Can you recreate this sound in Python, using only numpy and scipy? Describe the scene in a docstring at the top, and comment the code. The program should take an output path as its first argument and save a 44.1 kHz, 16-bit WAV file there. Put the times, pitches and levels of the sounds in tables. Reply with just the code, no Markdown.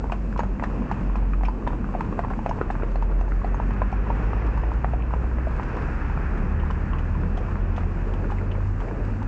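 """Horses beside slow traffic.

Several horses walk past and away on a paved street. Each hoof knocks, rings hollow and crunches grit;
iron shoes clink and skid, and house fronts throw the clops back. Engines drone low, one pulling away
with rising pitch; tyre noise swells as each vehicle rolls by. A gain control ducks the loud moments."""
import sys
import numpy as np
from scipy import signal
from scipy.fft import rfft, irfft, next_fast_len
from scipy.io import wavfile
from scipy.ndimage import uniform_filter1d

SR = 44100
rng = np.random.default_rng(int(sys.argv[2]) if len(sys.argv) > 2 else 0)


def to_wav(sig):
    """Store sig (one row per channel, or 1-D mono) as 16-bit WAV at the path in sys.argv[1].

    Samples outside -1..1 are clipped; the rate is SR.
    """
    pcm = np.clip(np.atleast_2d(sig), -1, 1) * 32767
    pcm = np.round(pcm).astype(np.int16)
    wavfile.write(sys.argv[1], SR, pcm.T)  # frames by channels


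N = 408807

# Steps of the nearest horses. Each row: start in seconds, knock in relative dB, knock in Hz,
# hollow ring in relative dB, ring in Hz, free ring t60 in seconds, crack in relative dB, crack in Hz.
HOOF_STEPS = [(0.0403, -27, 570.0, -21, 880, 0.021, -44, 1730.0),
              (0.056, -40, 900, -31, 870, 0.025, -40, 1500), (0.068, -36, 800, -31, 780, 0.025, -36, 1500),
              (0.0967, -27, 380.0, -23, 980, 0.045, -36, 1920.0),
              (0.121, -19, 940.0, -21, 720, 0.05, -22.5, 2530.0),
              (0.1322, -39, 550.0, -21.5, 710, 0.027, -30, 1050.0),
              (0.3605, -29, 730.0, -24, 1020, 0.075, -27, 1120.0),
              (0.3916, -14.5, 510.0, -12, 933, 0.038, -30, 1880),
              (0.4034, -21, 920.0, -24, 896, 0.025, -22, 1650.0),
              (0.433, -26, 520.0, -20, 835, 0.017, -45, 1300.0),
              (0.596, -22, 990.0, -31, 553, 0.05, -25.5, 2040.0),
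              (0.624, -19, 770.0, -23, 969, 0.058, -38, 1450.0),
              (0.6372, -15.5, 870.0, -32, 1045, 0.05, -20, 1870.0),
              (0.82, -29, 980.0, -30.5, 1090, 0.05, -41, 2220.0),
              (0.898, -38, 1000, -34, 1110, 0.03, -36, 1700),
              (0.9125, -23, 1250.0, -13.5, 876, 0.036, -37, 2200.0),
              (0.9196, -27, 800, -27, 760, 0.018, -39, 2000), (1.097, -34, 900, -26, 1040, 0.03, -38, 1700),
              (1.1549, -18.5, 830.0, -28, 985, 0.034, -32, 2560.0),
              (1.224, -35, 892, -27, 890, 0.03, -40, 1400),
              (1.3335, -22.5, 1290.0, -25.5, 1225, 0.062, -30, 2470.0),
              (1.409, -37, 900, -21.5, 910, 0.025, -34, 1600),
              (1.4336, -27, 1500.0, -15, 760, 0.025, -30, 1950.0),
              (1.483, -36, 380.0, -15.5, 928, 0.04, -36, 1850.0),
              (1.623, -40, 1098, -28, 1090, 0.023, -38, 1500),
              (1.6664, -35, 1100, -22, 1030, 0.025, -39, 2300),
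              (1.6733, -15.5, 730.0, -21, 950, 0.05, -24, 1790.0),
              (1.704, -37, 900, -27, 850, 0.03, -37, 1700), (1.73, -32, 1502, -24, 774, 0.018, -42, 2400.0),
              (1.842, -35, 1090.0, -34, 1240, 0.05, -25, 1440),
              (1.888, -33, 805, -32, 1058, 0.045, -33, 1140.0),
              (1.939, -36, 1290, -24, 900, 0.02, -36, 1560),
              (1.9493, -25, 640.0, -16.5, 718, 0.05, -47, 2310.0),
              (2.0067, -24, 1515, -16, 930, 0.056, -31, 1980.0),
              (2.124, -21, 380.0, -28, 1080, 0.058, -24, 1180.0),
              (2.1909, -12.5, 760, -19.5, 690, 0.053, -23, 1560.0),
              (2.2364, -36, 930.0, -22.5, 1040, 0.05, -31, 1960.0),
              (2.247, -22.5, 810.0, -21, 950, 0.027, -34.5, 1870.0),
              (2.281, -40, 850.0, -30, 915, 0.028, -31, 1130.0),
              (2.3108, -29, 510.0, -24.5, 784, 0.05, -31, 1250.0),
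              (2.3342, -29, 1210, -32, 950, 0.018, -29, 1480),
              (2.3893, -30, 703, -24, 884, 0.046, -36, 1650.0),
              (2.4607, -11.5, 730.0, -30, 708, 0.05, -36, 1720.0),
              (2.468, -26, 650, -26, 700, 0.02, -38, 1700),
              (2.4927, -28, 610.0, -19.5, 663, 0.048, -32, 1160.0),
              (2.5103, -31, 691, -16, 916, 0.052, -33, 1620.0),
              (2.586, -26, 640.0, -22, 923, 0.01, -38, 2080.0),
              (2.612, -21, 1040.0, -9.5, 430, 0.02, -15.5, 1400.0),
              (2.7012, -29, 800.0, -18.5, 760, 0.075, -19.5, 1660),
              (2.7521, -22.5, 1050.0, -32, 871, 0.049, -36, 1580),
              (2.797, -34, 917, -28, 1020, 0.023, -41, 1700),
              (2.8208, -44, 1500.0, -23, 1400, 0.015, -37, 2490.0),
              (2.8323, -38, 1360.0, -11, 420, 0.014, -22, 1130.0),
              (2.9565, -18.5, 667.4, -27.5, 705, 0.045, -31, 1960),
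              (3.023, -38, 1500.0, -19, 930, 0.054, -21.5, 1050.0),
              (3.1, -38, 796, -27.5, 820, 0.03, -38, 1700),
              (3.2107, -19, 860, -27.5, 766, 0.047, -37, 2600),
              (3.279, -35, 800, -26, 864, 0.03, -44, 1700),
              (3.3189, -35, 558, -16.5, 1400, 0.013, -29, 1920),
              (3.416, -36, 900, -25, 1100, 0.03, -42, 1700),
              (3.444, -32, 380.0, -15, 739, 0.025, -30, 1970.0),
              (3.5435, -34, 620.0, -17.5, 950, 0.019, -20, 1140.0),
              (3.599, -19.5, 560.0, -14, 930, 0.02, -37, 2000),
              (3.7065, -38, 900, -17, 855, 0.013, -39, 1880.0),
              (3.8174, -10, 650.0, -15.5, 1025, 0.025, -17, 1600),
              (3.926, -41, 550.0, -17.5, 774, 0.03, -31, 2300.0),
              (4.0684, -24, 950.0, -27, 1056, 0.014, -31, 1900),
              (4.1013, -18, 587, -14, 910, 0.038, -46, 2170.0),
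              (4.3314, -18, 690.0, -37, 863, 0.05, -18, 1240.0),
              (4.42, -42, 640.0, -20, 718, 0.011, -29, 2040.0),
              (4.5738, -46, 710.0, -21, 950, 0.033, -44, 1960.0),
              (4.6348, -18, 780, -33, 830, 0.02, -32, 1795),
              (4.716, -40, 810.0, -15.5, 940, 0.013, -45, 1930.0),
              (4.844, -19, 1500.0, -8, 758, 0.012, -17, 1110.0),
              (4.935, -20, 609, -22, 696, 0.066, -40, 2450.0),
              (5.107, -33, 948, -26.5, 990, 0.025, -47, 1700),
              (5.1295, -34, 900, -28, 950, 0.027, -40, 1700),
              (5.1364, -14, 824, -26, 968, 0.04, -44, 2210.0),
              (5.241, -33, 900, -27, 714, 0.025, -40, 1600), (5.313, -36, 1200, -35, 950, 0.021, -26, 1400),
              (5.3835, -25, 960.0, -29, 544.3, 0.058, -28.5, 2000),
              (5.4696, -35, 520.0, -19, 650, 0.069, -44, 1050.0),
              (5.5957, -40, 429.7, -13.5, 903, 0.012, -29, 1890.0),
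              (5.771, -31, 730.0, -25, 1033, 0.05, -39, 1690.0),
              (5.886, -34, 700, -25, 694, 0.025, -37, 1593), (6.016, -30, 1210, -32, 950, 0.022, -25, 1330),
              (6.0973, -30, 1500.0, -25.5, 966, 0.05, -40, 2690),
              (6.1738, -23.5, 670, -38, 700, 0.037, -21, 1330),
              (6.419, -36, 700, -28, 666, 0.03, -42, 1600),
              (6.633, -26, 380.0, -22.5, 940, 0.036, -48, 1505),
              (6.7013, -31, 450.0, -17.5, 1060, 0.029, -35, 1800.0),
              (6.708, -24, 600, -33, 910, 0.04, -30, 1810),
              (6.9316, -36, 1270.0, -20, 1049, 0.022, -32, 2670.0),
              (7.1495, -38, 750.0, -27, 1010, 0.037, -34, 2460),
              (7.234, -26, 1200, -34, 950, 0.02, -28, 1510),
              (7.3755, -35, 380.0, -24.5, 721, 0.057, -32, 1350),
              (7.555, -24, 1500.0, -27, 881, 0.012, -29, 1250.0),
              (7.566, -35, 900, -29, 990, 0.032, -40, 1600),
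              (7.779, -27, 590.0, -18.5, 769, 0.018, -20, 1140.0),
              (7.8331, -33, 1500.0, -27, 730, 0.05, -35, 2080.0),
              (8.1377, -35, 440.0, -27, 930, 0.043, -39, 2600.0),
              (8.243, -35, 1200, -34, 950, 0.02, -24, 1450), (8.301, -32, 1010, -24, 1020, 0.02, -37, 1503),
              (8.319, -34, 610.0, -19.5, 796, 0.023, -27, 1760.0),
              (8.412, -36, 1200, -33, 950, 0.02, -28, 1430),
              (8.551, -34, 760.0, -26, 979, 0.012, -34, 2230.0),
              (8.604, -35, 910, -26, 1080, 0.015, -34, 1500),
              (8.8023, -37, 1510, -34, 940, 0.05, -26, 1040), (8.818, -39, 800, -30, 840, 0.03, -44, 1600),
              (8.8828, -36, 380.0, -31, 784, 0.04, -33.5, 2260.0),
              (8.91, -38, 800, -29.5, 875, 0.025, -40, 1600), (9.136, -40, 1200, -41, 953, 0.02, -30, 1480),
              (9.2191, -33, 800, -29, 895, 0.039, -46, 1510.0)]
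# Low road roar. Each row: frequency in Hz, density in relative dB.
ROAR_SPECTRUM = [(200, -10), (300, 2), (420, 2), (530, -1), (680, -5.5), (950, -21), (1400, -37.5)]


def from_db(db):
    """Decibels to gain."""
    return 10 ** (np.asarray(db) / 20)


def unit_rms(x):
    """Scale to unit power."""
    return x / np.sqrt(np.mean(x ** 2) + 1e-20)


def curves(rows):
    """Interpolate each column per sample; the first column is time in seconds."""
    times_s, *columns = np.transpose(rows)
    return [np.interp(np.arange(N) / SR, times_s, column) for column in columns]


def add(track, start_s, sound):
    """Mix a short sound into a track."""
    start = int(np.clip(round(start_s * SR), 0, N - 1))
    track[start:start + len(sound)] += sound[:N - start]


def drift(rate_hz):
    """Slow random curve, unit RMS."""
    knots = rng.standard_normal(4096)
    return unit_rms(np.interp(np.arange(N) / SR * rate_hz, np.arange(len(knots)), knots))


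def coloured(noise, spectrum):
    """Shape noise to (Hz, dB) points, rolling off outside them; unit RMS."""
    size = next_fast_len(len(noise))
    hz, db = np.transpose(spectrum)
    log_hz = np.log(np.maximum(np.arange(size // 2 + 1) * SR / size, 1))
    beyond = np.maximum(log_hz - np.log(hz[-1]), 0) + np.maximum(np.log(hz[0]) - log_hz, 0)
    gain = from_db(np.interp(log_hz, np.log(hz), db)) * np.exp(-2 * beyond)
    return unit_rms(irfft(rfft(noise, size) * gain, size)[:len(noise)])


def wash(db, spectrum, waver_db):
    """Coloured noise with a wavering level."""
    return from_db(db + waver_db * drift(12)) * coloured(rng.standard_normal(N), spectrum)


def grains(count, spread_db):
    """Spiky white noise: each sample gets a random boost."""
    return rng.standard_normal(count) * from_db(spread_db * np.minimum(rng.exponential(1, count), 4))


def nearness(nearest_s, half_s):
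    """Power of a source passing in a straight line: 1 at nearest_s, halved half_s away."""
    return 1 / (1 + ((np.arange(N) / SR - nearest_s) / half_s) ** 2)


def mode(t, hz, t60_s, rise_s=0.00035, glide_per_s=0):
    """Struck resonance that builds up during contact; its pitch may glide."""
    phase = 2 * np.pi * hz * t * (1 + .5 * glide_per_s * t)
    return np.sin(phase) * from_db(-60 * t / t60_s) * (1 - np.exp(-t / rise_s))


def softened(x, cutoff_hz):
    """Low-pass that dulls the treble of the clops and scrapes."""
    return signal.sosfilt(signal.butter(6, cutoff_hz, fs=SR, output="sos"), x + 1e-18)


def traffic_bed():
    """Blended noise of many vehicles: rumble, drone, roar and hiss. The rumble swells once."""
    # Each row: frequency in Hz, density in relative dB.
    rumble_spectrum = [(20, -7), (35, 4), (60, 2), (90, -1.5), (130, -2.5), (170, -5.5), (230, -25),
                       (400, -43)]
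    drone_spectrum = [(120, -21.5), (165, -9), (205, 0), (250, -4), (320, -11.5), (450, -36.5)]
    swell_spectrum = [(65, -15.5), (90, -1), (130, -7), (160, -4.5), (200, -9)]
    hiss_spectrum = [(2500, -16), (3500, -2), (4400, 2), (5500, 0), (7000, -0.5), (8000, -5)]
    # Drone of the heavier engines. Each row: time in seconds, level in dB.
    drone_levels = [(0, -36.5), (.8, -32), (1.3, -34), (2.1, -33), (3.1, -40), (3.85, -36.5), (4.7, -39.5),
                    (6.7, -37.5), (8.4, -39), (9.1, -36)]
    drone_db, = curves(drone_levels)
    rumble = wash(-30, rumble_spectrum, waver_db=1.0)
    drone = wash(drone_db, drone_spectrum, waver_db=0.54)
    swell = nearness(7.22, half_s=0.069) * wash(-29, swell_spectrum, waver_db=0.5)
    roar = wash(-41.5, ROAR_SPECTRUM, waver_db=2.64)
    hiss = wash(-67.5, hiss_spectrum, waver_db=0.9)
    return rumble + drone + swell + roar + hiss


def engine(hz, db, orders=((1, 0),), waver=0.00297, flutter_db=1.0):
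    """Exhaust pulses as harmonics of the firing rate; the overtones flutter."""
    phase = 2 * np.pi * np.cumsum(hz * (1 + waver * drift(9))) / SR
    out = np.zeros(N)
    for multiple, order_db in orders:
        wobble_db = flutter_db * drift(5.4) * (multiple > 1)
        out += from_db(order_db + wobble_db) * np.sin(multiple * phase + rng.uniform(0, 2 * np.pi))
    return from_db(db) * out


def creeping_cars():
    """Two engines creep along behind, slowly gaining pitch."""
    # Each row: time in seconds, firing rate in Hz, level in relative dB.
    slow_car = [(3.3, 35.5, -63.5), (4, 35.75, -39.5), (5.6, 37.26, -34), (5.9, 36.65, -31.5),
                (8.2, 39.97, -26), (9.27, 42.67, -32.5)]
    far_car = [(2.7, 38.6, -58), (3.1, 37.72, -28), (3.9, 42.78, -27), (4.6, 45.16, -25.5),
               (5.3, 46.97, -31.5), (6.8, 47.69, -29.5), (7.7, 49.5, -29), (8.2, 49.3, -44)]
    # Exhaust harmonics. 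Each row: multiple of the firing rate, gain in dB.
    slow_orders = [(1, 5.5), (2, -19), (3, -20), (4, -21), (5, -16), (9, -20.5)]
    far_orders = [(1, 1), (2, -9), (3, -13.5)]
    return engine(*curves(slow_car), slow_orders) + engine(*curves(far_car), far_orders)


def engine_hums():
    """Single tones: a lorry hums early on, another engine rises later."""
    # Each row: time in seconds, pitch in Hz, level in dB.
    rising_hum = [(6, 178, -70), (6.35, 182, -36), (6.8, 189, -32), (7.1, 190, -38), (7.35, 192, -38),
                  (7.7, 201, -34.5), (8.1, 204, -49), (8.5, 205, -59)]
    lorry_hum = [(0, 204.9, -48), (.5, 199.1, -32.5), (1, 196, -33), (1.3, 194.4, -53),
                 (2.15, 196.6, -35.5), (2.6, 201, -49.5), (3, 199, -55)]
    return engine(*curves(rising_hum)) + engine(*curves(lorry_hum))


def nearest_car():
    """Coasts, then pulls away: the fundamental booms, the overtones growl under load."""
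    # Each row: time in seconds, firing rate in Hz.
    firing_rates = [(0, 48.56), (1.5, 45.62), (2.2, 39.31), (2.8, 40.92), (3.8, 48.5), (5.3, 61.04),
                    (6.5, 73.77), (9.27, 100)]
    # Each row: time in seconds, level in relative dB.
    boom_levels = [(0, -26.5), (0.38, -25.5), (0.97, -31), (1.1, -19.5), (1.48, -17), (1.63, -30.5),
                   (2.55, -31), (3.1, -16.5), (3.7, -22.5), (4.6, -20.5), (5.52, -23.5), (5.62, -37),
                   (6.1, -27.5), (6.4, -33), (6.52, -22), (6.9, -28), (7.2, -26), (7.45, -35.5),
                   (7.7, -24.5), (8.05, -32), (8.4, -26.5), (8.7, -24.5), (8.88, -39), (9.05, -28)]
    growl_levels = [(0, -43), (2.8, -46.5), (3.3, -39), (3.8, -32), (5.1, -37), (5.7, -42), (7.2, -41.5),
                    (9.27, -54.5)]
    # Each row: multiple of the firing rate, gain in dB.
    growl_orders = [(2, 1), (3, -4.5), (4, -5), (5, -6.5), (6, -10), (7, -15), (8, -12)]
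    firing_hz, = curves(firing_rates)
    boom = engine(firing_hz, *curves(boom_levels), orders=[(1, 2.75)])
    growl = engine(firing_hz, *curves(growl_levels), orders=growl_orders)
    return boom + growl


def passing_tyres():
    """Road noise follows each vehicle's distance; the sizzle carries only from close by."""
    # Each row: nearest time in seconds, half-power time in seconds, then peak levels in dB of
    # low roar, tyre noise, tread roar and tread sizzle.
    passes = [(1.0, 0.36, -45.5, -43.5, -51, -74), (2.35, 0.84, -46, -47, -62.5, -79.5),
              (3.7, 0.28, -48.5, -48, -45, -76.5), (4.35, 0.36, -39, -39, -43, -66),
              (5.749, 0.21, -49, -45, -48.5, -66.5), (6.149, 0.5, -42.5, -43.5, -41.5, -68.5),
              (7.699, 0.93, -46, -43.5, -47, -71), (9.1, 0.11, -43, -49.5, -48, -74)]
    # Each row: frequency in Hz, density in relative dB.
    tyre_spectrum = [(500, -21), (750, 2.5), (1100, 3), (1350, -6), (1700, -8), (2150, -12.5), (2600, -9),
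                     (3000, -19), (3600, -30.5), (5000, -53.5)]
    tread_spectrum = [(700, -18.5), (1050, -7), (1300, 2), (1750, 0), (2100, -9.5), (2600, -11.5),
                      (3100, -38.5)]
    sizzle_spectrum = [(3000, -4.5), (4200, -2), (5100, 0.5), (6000, -3.5), (8000, -24)]
    low_power = tyre_power = tread_power = sizzle_power = 0
    for nearest_s, half_s, low_db, tyre_db, tread_db, sizzle_db in passes:
        near = nearness(nearest_s, half_s)
        low_power += near * from_db(low_db) ** 2
        tyre_power += near * from_db(tyre_db) ** 2
        tread_power += near * from_db(tread_db) ** 2
        sizzle_power += (near * from_db(sizzle_db)) ** 2
    return (wash(10 * np.log10(low_power), ROAR_SPECTRUM, waver_db=1.46)
            + wash(10 * np.log10(tyre_power), tyre_spectrum, waver_db=0.5)
            + wash(10 * np.log10(tread_power), tread_spectrum, waver_db=-1.0)
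            + wash(10 * np.log10(sizzle_power), sizzle_spectrum, waver_db=0.4))


def street_echoes(x, early_db=-13, early_t60_s=0.084, late_db=-18.5, late_t60_s=0.42, blocks=48):
    """Add scatter from ground, horses and cars, then a thin tail between the house fronts."""
    # Each row: frequency in Hz, density in relative dB.
    echo_spectrum = [(200, -9), (500, -4.5), (1000, 5.5), (2000, -0.5), (4000, 4.5), (8000, 5)]
    t, out = np.arange(SR // 3) / SR, x.copy()
    early = unit_rms(from_db(-60 * t / early_t60_s) * (t > .003))
    late = unit_rms(from_db(-60 * t / late_t60_s) * (t > .02))
    decay = np.hypot(from_db(early_db) * early, from_db(late_db) * late) / np.sqrt(len(t))
    # New paths per block, as the horses move.
    paths = coloured(rng.standard_normal(blocks * len(t)), echo_spectrum).reshape(blocks, -1)
    for block, echoes in zip(np.array_split(np.arange(N), blocks), paths):
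        add(out, block[0] / SR, signal.fftconvolve(x[block], decay * echoes))
    return out


def far_hooves(horses=3, step_s=0.272, jitter_s=.03, recede_db_per_s=0.2, spread_db=7.5, fade_s=0.02):
    """The other horses walk away, each at its own pace; distance smears the steps into scuffs."""
    # Each row: frequency in Hz, density in relative dB.
    scuff_spectrum = [(450, -13), (750, -1), (1050, 3.5), (1400, 0), (2500, -23.5)]
    t, envelope = np.arange(SR // 10) / SR, np.zeros(N)
    for offset, pace in rng.uniform(-1, 1, (horses, 2)):
        for step, (late, loud) in enumerate(rng.uniform(-0.9, 1, (40, 2))):
            start_s = step_s * (step + offset) * (1 + .08 * pace) + jitter_s * late
            if 0 < start_s < N / SR:
                db = -44 - recede_db_per_s * start_s + spread_db * loud
                add(envelope, start_s, from_db(db) * np.exp(-t / fade_s))
    return envelope * coloured(rng.standard_normal(N), scuff_spectrum)


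def asphalt_crunch(gain_db=-22, fade_s=0.0088, lead_s=0.0017):
    """Each near step grinds on rough asphalt in proportion to its force."""
    # Each row: frequency in Hz, density in relative dB.
    crunch_spectrum = [(500, -13.5), (1000, 7), (1800, 0), (2600, -7.5), (3300, -21.5), (6000, -36.5)]
    t, pressure = np.arange(SR // 10) / SR, np.zeros(N)
    pulse = np.exp(-t / fade_s) * (1 - np.exp(-t / lead_s))
    for start_s, knock_db, _, ring_db, _, _, crack_db, _ in HOOF_STEPS:
        force = from_db(knock_db) + .5 * from_db(ring_db) + from_db(crack_db)
        add(pressure, start_s - lead_s, force * pulse)
    return from_db(gain_db) * pressure * coloured(grains(N, spread_db=3), crunch_spectrum)


def grit(gain_db=10, rise_s=0.000065, slide_db=-17, slide_s=0.055):
    """Sand cracks as a hoof lands, then rasps softly as it slides to rest."""
    # Each row: start in seconds, level in relative dB, fade time in seconds.
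    scuffs = [(0.12, -47, .006), (0.376, -47.5, 0.005), (0.392, -49, 0.0037), (0.634, -48, 0.0054),
              (0.914, -48.5, 0.0069), (1.159, -53, 0.0073), (1.433, -53, 0.0091), (1.452, -51, 0.0061),
              (1.675, -49, 0.0039), (2.008, -48, 0.0033), (2.191, -48.5, .003), (2.461, -55, .006),
              (2.492, -50, 0.0036), (2.703, -60, 0.0037), (2.957, -53.5, .003), (3.023, -53.5, .007),
              (3.209, -54, 0.004), (3.545, -58, 0.0025), (3.707, -52, .003), (3.819, -61, 0.0024),
              (4.575, -53, .006), (5.631, -49, 0.0039), (6.708, -46.5, 0.0027), (6.986, -54, .01),
              (7.372, -51, 0.011), (7.764, -50.5, 0.014), (8.137, -50, 0.0034), (8.308, -56, .009),
              (8.518, -55, 0.0046), (8.803, -53, .005), (9.05, -51, 0.0023), (9.228, -51, .003)]
    # Each row: frequency in Hz, density in relative dB.
    grit_spectrum = [(500, -4.5), (1100, 19.5), (1800, 13), (2600, 13.5), (3500, -2.5), (4500, -0.5),
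                     (6300, -3.5), (8000, -9.5)]
    t, pressure = np.arange(SR // 6) / SR, np.zeros(N)
    attack = 1 - np.exp(-t / rise_s)
    slide = from_db(slide_db) * np.exp(-t / slide_s)
    for start_s, db, fade_s in scuffs:
        add(pressure, start_s, from_db(db) * (np.exp(-t / fade_s) + slide) * attack)
    return from_db(gain_db) * pressure * coloured(grains(N, spread_db=1), grit_spectrum)


def iron_clinks(chatter_s=0.02, chatter_db=-11):
    """Shoes and bits ring in two close modes and a faint upper one, chattering as they skid."""
    # Each row: start in seconds, pitch in Hz, level in relative dB, t60 in seconds.
    clinks = [(0.327, 1420, -27, .012), (0.393, 4450, -42, .014), (0.394, 6600, -41.5, .022),
              (0.598, 2040, -43, .014), (0.641, 1650, -25.5, .012), (1.453, 2420, -28.5, .015),
              (1.454, 5260, -41, .014), (1.484, 4670, -44, .014), (2.336, 2160, -36, .014),
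              (2.494, 5360, -43.5, .018), (2.494, 6440, -45, .016), (2.957, 4200, -49.5, .04),
              (3.211, 6200, -53, .03), (3.445, 4200, -52, .03), (3.545, 6460, -51.5, .035),
              (3.927, 5560, -51, .035), (5.023, 2400, -30.5, .012), (8.385, 2050, -31, .014)]
    t, out = np.arange(SR // 20) / SR, np.zeros(N)
    for start_s, hz, db, t60_s in clinks:
        ring = sum(from_db(mode_db) * mode(t, hz * ratio, t60_s)
                   for ratio, mode_db in [(1, 0), (1.07, -7), (3.5, -24)])
        add(out, start_s, from_db(db) * ring)
        for lag in rng.random(4):
            add(out, start_s + chatter_s * lag, from_db(db + chatter_db) * np.exp(-lag) * ring)
    return out


def shoe_scrapes(t60_s=0.0079, pair_ratio=0.92, pair_db=-4, hoof_hz=1350):
    """A shoe skids on stone: tiny catches ring two close iron modes and the hoof behind them."""
    # Each row: start in seconds, ring in Hz, peak before the low-pass in dB, fade time in seconds.
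    skids = [(0.118, 2700, -33, 0.0083), (0.393, 2750, -38, .008), (0.637, 3870, -41, .008),
             (0.915, 2600, -39, .01), (1.673, 3500, -40, .008), (1.448, 2450, -31, 0.011),
             (2.492, 2930, -39, .003), (6.597, 3040, -38, 0.0099), (6.707, 2850, -29.5, 0.0027),
             (6.931, 2935, -40, .005), (6.983, 2830, -37, 0.0078), (7.372, 3040, -36, 0.0068),
             (7.763, 3320, -38.5, 0.0042), (7.779, 2820, -41, 0.006), (8.136, 3220, -40, 0.0067),
             (8.307, 2850, -42, 0.016), (8.513, 2900, -35.5, 0.007), (8.802, 2906, -44, 0.0085)]
    t, out = np.arange(SR // 12) / SR, np.zeros(N)
    for start_s, hz, db, fade_s in skids:
        catches = unit_rms(grains(len(t), spread_db=4)) * np.exp(-t / fade_s)
        iron = mode(t, hz, t60_s) + from_db(pair_db) * mode(t, hz * pair_ratio, t60_s)
        hoof = mode(t, hoof_hz, t60_s / 2)
        ring = signal.fftconvolve(catches, iron + hoof)[:len(t)]
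        add(out, start_s, from_db(db) * ring / np.abs(ring).max())
    return softened(out, cutoff_hz=3900)


def knock(t, hz, width_cycles=0.42):
    """Dead blow on paving: a rounded push and rebound around t = 0."""
    cycles = t * hz
    return np.sin(2 * np.pi * cycles) * np.exp(-.5 * (cycles / width_cycles) ** 2)


def settling(t, hold_s=0.0051, choke_db=-7, fade_s=.02, rock_db=3.5, rock_s=0.0014):
    """Envelope of a clop: uneven as the hoof rocks, choked by the full weight."""
    seated = 1 - 1 / (1 + (t / hold_s) ** 6)
    rocking = np.interp(t, rock_s * np.arange(32), rng.standard_normal(32))
    rocking *= np.clip(t / hold_s, 0, 1)
    return from_db(choke_db * seated + rock_db * rocking) * np.exp(-.5 * (t / fade_s) ** 2)


def clop(knock_db, knock_hz, ring_db, ring_hz, ring_t60_s, crack_db, crack_hz,
         contact_s=0.001476, crack_t60_s=0.012, spread_db=4, detune=0.025):
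    """One landing: dead knock, hollow ring, sharp crack and faint side modes."""
    # Hoof capsule. Each row: multiple of the ring pitch, dB relative to the ring, t60 in seconds.
    capsule_modes = [(0.621, -17, 0.013), (1.26, -26, 0.026)]
    # Shoe on stone. Each row: frequency in Hz, dB relative to the force, t60 in seconds.
    shoe_modes = [(1410, -33, 0.0072), (1760, -27.5, 0.023), (2570, -23.5, 0.021)]
    t = np.arange(SR // 16) / SR - contact_s
    force = np.hypot(from_db(knock_db), .5 * from_db(ring_db))
    side_modes = [(ratio * ring_hz, from_db(ring_db + db), t60_s) for ratio, db, t60_s in capsule_modes]
    side_modes += [(hz, force * from_db(db), t60_s) for hz, db, t60_s in shoe_modes]
    modes = [(ring_hz, from_db(ring_db), ring_t60_s), (crack_hz, from_db(crack_db), crack_t60_s)]
    for hz, gain, t60_s in side_modes:
        loud, sharp = rng.standard_normal(2)
        modes.append((hz * np.exp(detune * sharp), gain * from_db(spread_db * loud), t60_s))
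    glide_per_s = 5 * np.tanh(rng.standard_normal())   # the hollow under the sole changes under load
    out = from_db(knock_db) * knock(t, knock_hz)
    for hz, gain, t60_s in modes:
        since_push_s = np.maximum(t + .5 / hz, 0)
        out -= gain * mode(since_push_s, hz, t60_s, rise_s=0.00056, glide_per_s=glide_per_s)
    return out * settling(t)


def near_hooves(rim_db=-23, rim_spread_db=4, rim_lead_s=0.0074, rim_ratio=1.3):
    """Nearest horses: the rim of each hoof touches lightly just before it lands flat."""
    t, out = np.arange(SR // 20) / SR, np.zeros(N)
    for start_s, *step in HOOF_STEPS:
        knock_db, _, ring_db, ring_hz = step[:4]
        loud, early = np.clip(rng.standard_normal(2), -1, 1)
        touch_db = max(knock_db, ring_db) + rim_db + rim_spread_db * loud
        touch = from_db(touch_db) * mode(t, rim_ratio * ring_hz, t60_s=0.03)
        add(out, start_s - rim_lead_s * np.exp(.3 * early), touch)
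        add(out, start_s, clop(*step))
    return softened(out, cutoff_hz=2900)


def gain_control(x, threshold_db=-24, share=0.36, window_s=0.025, release_db_per_s=30):
    """Cut the gain by a share of the level above threshold, then recover."""
    power = uniform_filter1d(x[0] ** 2, int(window_s * SR))
    over_db = np.maximum(10 * np.log10(np.maximum(power, 1e-12)) - threshold_db, 0)
    recovery_db = release_db_per_s * np.arange(N) / SR
    held_db = np.maximum.accumulate(over_db + recovery_db) - recovery_db
    return x * from_db(-share * uniform_filter1d(held_db, SR // 50))


def scene():
    """Echoing horses plus traffic, mono."""
    horses = near_hooves() + far_hooves() + asphalt_crunch() + grit() + iron_clinks() + shoe_scrapes()
    traffic = nearest_car() + creeping_cars() + engine_hums() + traffic_bed() + passing_tyres()
    return (street_echoes(horses) + traffic)[None, :]


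def record(dry):
    """Small microphone: gain control, then a steep low-pass at 8100 Hz."""
    lowpass = signal.ellip(10, .1, 80, 8100, fs=SR, output="sos")
    return signal.sosfilt(lowpass, gain_control(dry))


dry = scene()
out = record(dry)
to_wav(out)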